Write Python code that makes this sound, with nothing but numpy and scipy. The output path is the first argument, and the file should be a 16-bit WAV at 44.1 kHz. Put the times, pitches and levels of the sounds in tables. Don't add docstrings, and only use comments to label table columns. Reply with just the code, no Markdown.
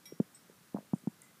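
import sys
import numpy as np
from scipy import signal
from scipy.fft import rfft, irfft
from scipy.io import wavfile

SR = 44100
rng = np.random.default_rng(int(sys.argv[2]) if len(sys.argv) > 2 else 0)


def to_wav(s):
    ch = np.atleast_2d(s).T
    pcm = np.round(np.clip(ch, -1, 1) * 32767)
    wavfile.write(sys.argv[1], SR, pcm.astype(np.int16))


N = 61739
TIME = np.arange(N) / SR
BODY_Q = 1.186


def from_db(db):
    return 10 ** (np.asarray(db) / 20)


def click(start, db):
    out = np.full(N, 1e-18)
    out[int(start * SR)] = from_db(db) * SR / 400
    return out


def dying(start, t60):
    return (TIME >= start) * np.exp(-np.log(1000) * np.maximum(TIME - start, 0) / t60)


def ring(start, hz, t60, attack_s):
    age = np.maximum(TIME - start, 0)
    swell = 1 - np.exp(-age / attack_s)
    return dying(start, t60) * swell * np.sin(2 * np.pi * hz * age)


def damped(x, hz, q):
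    angle = 2 * np.pi * min(hz, .45 * SR) / SR
    width = np.sin(angle) / (2 * q)
    band = np.array([width, 0, -width, 1 + width, -2 * np.cos(angle), 1 - width]) / (1 + width)
    return signal.sosfilt([band] * 3, x)


def cut_lows(x, hz):
    return signal.sosfilt(signal.butter(2, hz, "high", fs=SR, output="sos"), x)


def hiss():
    # f/Hz, relative level/dB
    noise_shape = [(30, -31), (60, -19), (100, -4), (180, 3), (350, -5), (700, -10.5), (1450, -8),
                   (2600, -14.5), (6000, -16), (10000, -16), (15000, -18.5)]
    hz, db = np.transpose(noise_shape)
    freqs = np.maximum(np.fft.rfftfreq(N, 1 / SR), 1)
    gains = from_db(np.interp(np.log(freqs), np.log(hz), db))
    noise = irfft(rfft(rng.standard_normal(N)) * gains, N)
    return from_db(-63) * noise / noise.std()


def room(x, db, t60):
    tail = rng.standard_normal(N) * dying(start=.012, t60=t60)
    echoes = signal.fftconvolve(x, tail / np.linalg.norm(tail))[:N]
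    return x + from_db(db) * cut_lows(echoes, hz=295)


def ticks():
    # t/s, level/dB, time to fade by 60 dB/s
    scratches = [(0.323, -68.5, 0.02), (0.5425, -62, 0.009), (0.945, -59.5, .07), (0.985, -60, .02),
                 (1.2185, -46, 0.0098), (1.221, -48, 0.0047)]
    noise = damped(rng.standard_normal(N), hz=8650, q=1.45)
    loudness = sum(from_db(db) * dying(start, t60) for start, db, t60 in scratches)
    return noise / noise.std() * loudness


def clinks():
    # f/Hz, time to fade by 60 dB/s, level at spot 0/dB, level at spot 1/dB
    plate_tones = [(2013, .4, -66, -83), (2053, .28, -85, -78), (2300, .18, -58, -90), (3311, .2, -62, -85),
                   (3822, .1, -56, -73), (3867, .25, -67, -80), (5218, .28, -69, -85),
                   (5300, .38, -69, -70), (5604, .28, -51.5, -70), (7034, .1, -76, -65),
                   (7531, .3, -69, -85), (8101, .115, -66, -51), (8174, .08, -75, -62),
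                   (9555, .1, -60, -80), (9652, .17, -59, -80), (11222, .19, -63, -85),
                   (11857, .27, -60, -80), (12741, .16, -59, -71)]
    # t/s, added level/dB, f above which tones weaken/Hz, spot (0 or 1)
    touches = [(0.0547, 2, 40600, 0), (0.0790, -17, 2950, 0), (0.3455, 3, 40000, 1),
               (1.2215, 23.5, 2000, 1), (1.2655, 23, 2020, 1)]
    attack_s = .0016
    tones = np.zeros(N)
    for start, db, contact_hz, spot in touches:
        for hz, t60, *spot_db in plate_tones:
            softening = np.exp(-(hz / contact_hz) ** 2)
            tones += from_db(db + spot_db[spot]) * softening * ring(start, hz, t60, attack_s)
    first_s = touches[0][0]
    swell = 1 - np.exp(-np.maximum(TIME - first_s, 0) / attack_s)
    crack = swell * damped(rng.standard_normal(N), hz=7000, q=0.082)
    return tones + from_db(-59) * crack / crack.std() * dying(first_s, t60=.12)


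def wobbles():
    # t/s, level/dB, f/Hz
    settling = [(0.125, -46.5, 164), (0.7565, -35, 203.7)]
    return sum(from_db(db) * ring(start, hz, t60=0.095, attack_s=0.0015) for start, db, hz in settling)


def delay_lows(x, below_hz, stages):
    corner = np.tan(np.pi * below_hz / SR)
    weight = (corner - 1) / (corner + 1)
    return signal.sosfilt([[weight, 1, 0, 1, weight, 0]] * stages, x)


def slips():
    # t/s, chirp push/dB, chirp f/Hz, rocking push/dB
    jerks = [(0.7542, -49.5, 603, -40), (0.7615, -39.5, 667, -45), (0.7694, -44, 944, -41.5),
             (0.7829, -43, 627, -35.5), (0.8028, -55.5, 580, -50), (0.8240, -59, 537, -55),
             (0.844, -62, 533, -60.5)]
    creak = np.zeros(N)
    for start, chirp_db, chirp_hz, body_db in jerks:
        creak += damped(click(start, chirp_db), chirp_hz, q=1.7)
        creak += damped(click(start, body_db), hz=203, q=BODY_Q)
    return delay_lows(creak, below_hz=880, stages=7)


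def thuds():
    # t/s, rocking push/dB, rocking f/Hz, knock push/dB, knock f/Hz, knock Q, knock top f/Hz
    bumps = [(0.1212, -47, 200, -37.5, 380, 1.04, 520), (0.2000, -14, 200.6, -30, 426, 0.95, 2500),
             (0.4958, -51.5, 184, -49.5, 427, 1.43, 620), (0.7449, -22.5, 213.4, -37.5, 512, 0.93, 890),
             (0.9339, -15, 192.7, -40, 810, 1.26, 1150), (0.96, -41, 189, -87, 500, 1.0, 680),
             (1.036, -44, 216, -63, 400, 1.0, 600), (1.0722, -18, 203, -46.5, 815, 1.6, 2010)]
    out = np.zeros(N)
    for start, body_db, body_hz, knock_db, knock_hz, knock_q, top_hz in bumps:
        rocking = damped(click(start, body_db), body_hz, BODY_Q)
        knock = damped(click(start, knock_db), knock_hz, knock_q)
        soft_knock = signal.sosfilt(signal.butter(5, top_hz, fs=SR, output="sos"), knock)
        out += soft_knock - rocking
    return out


def scene():
    shoves = cut_lows(thuds() + slips() + wobbles(), hz=89)
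    shoves_in_room = room(shoves, db=-21, t60=0.063)
    claws_in_room = room(ticks(), db=-6, t60=0.25)
    return (shoves_in_room + claws_in_room + clinks() + hiss())[None]


def record(dry):
    cutoff_hz = 15350
    return signal.sosfilt(signal.ellip(12, .1, 70, cutoff_hz, fs=SR, output="sos"), dry)


dry = scene()
out = record(dry)
to_wav(out)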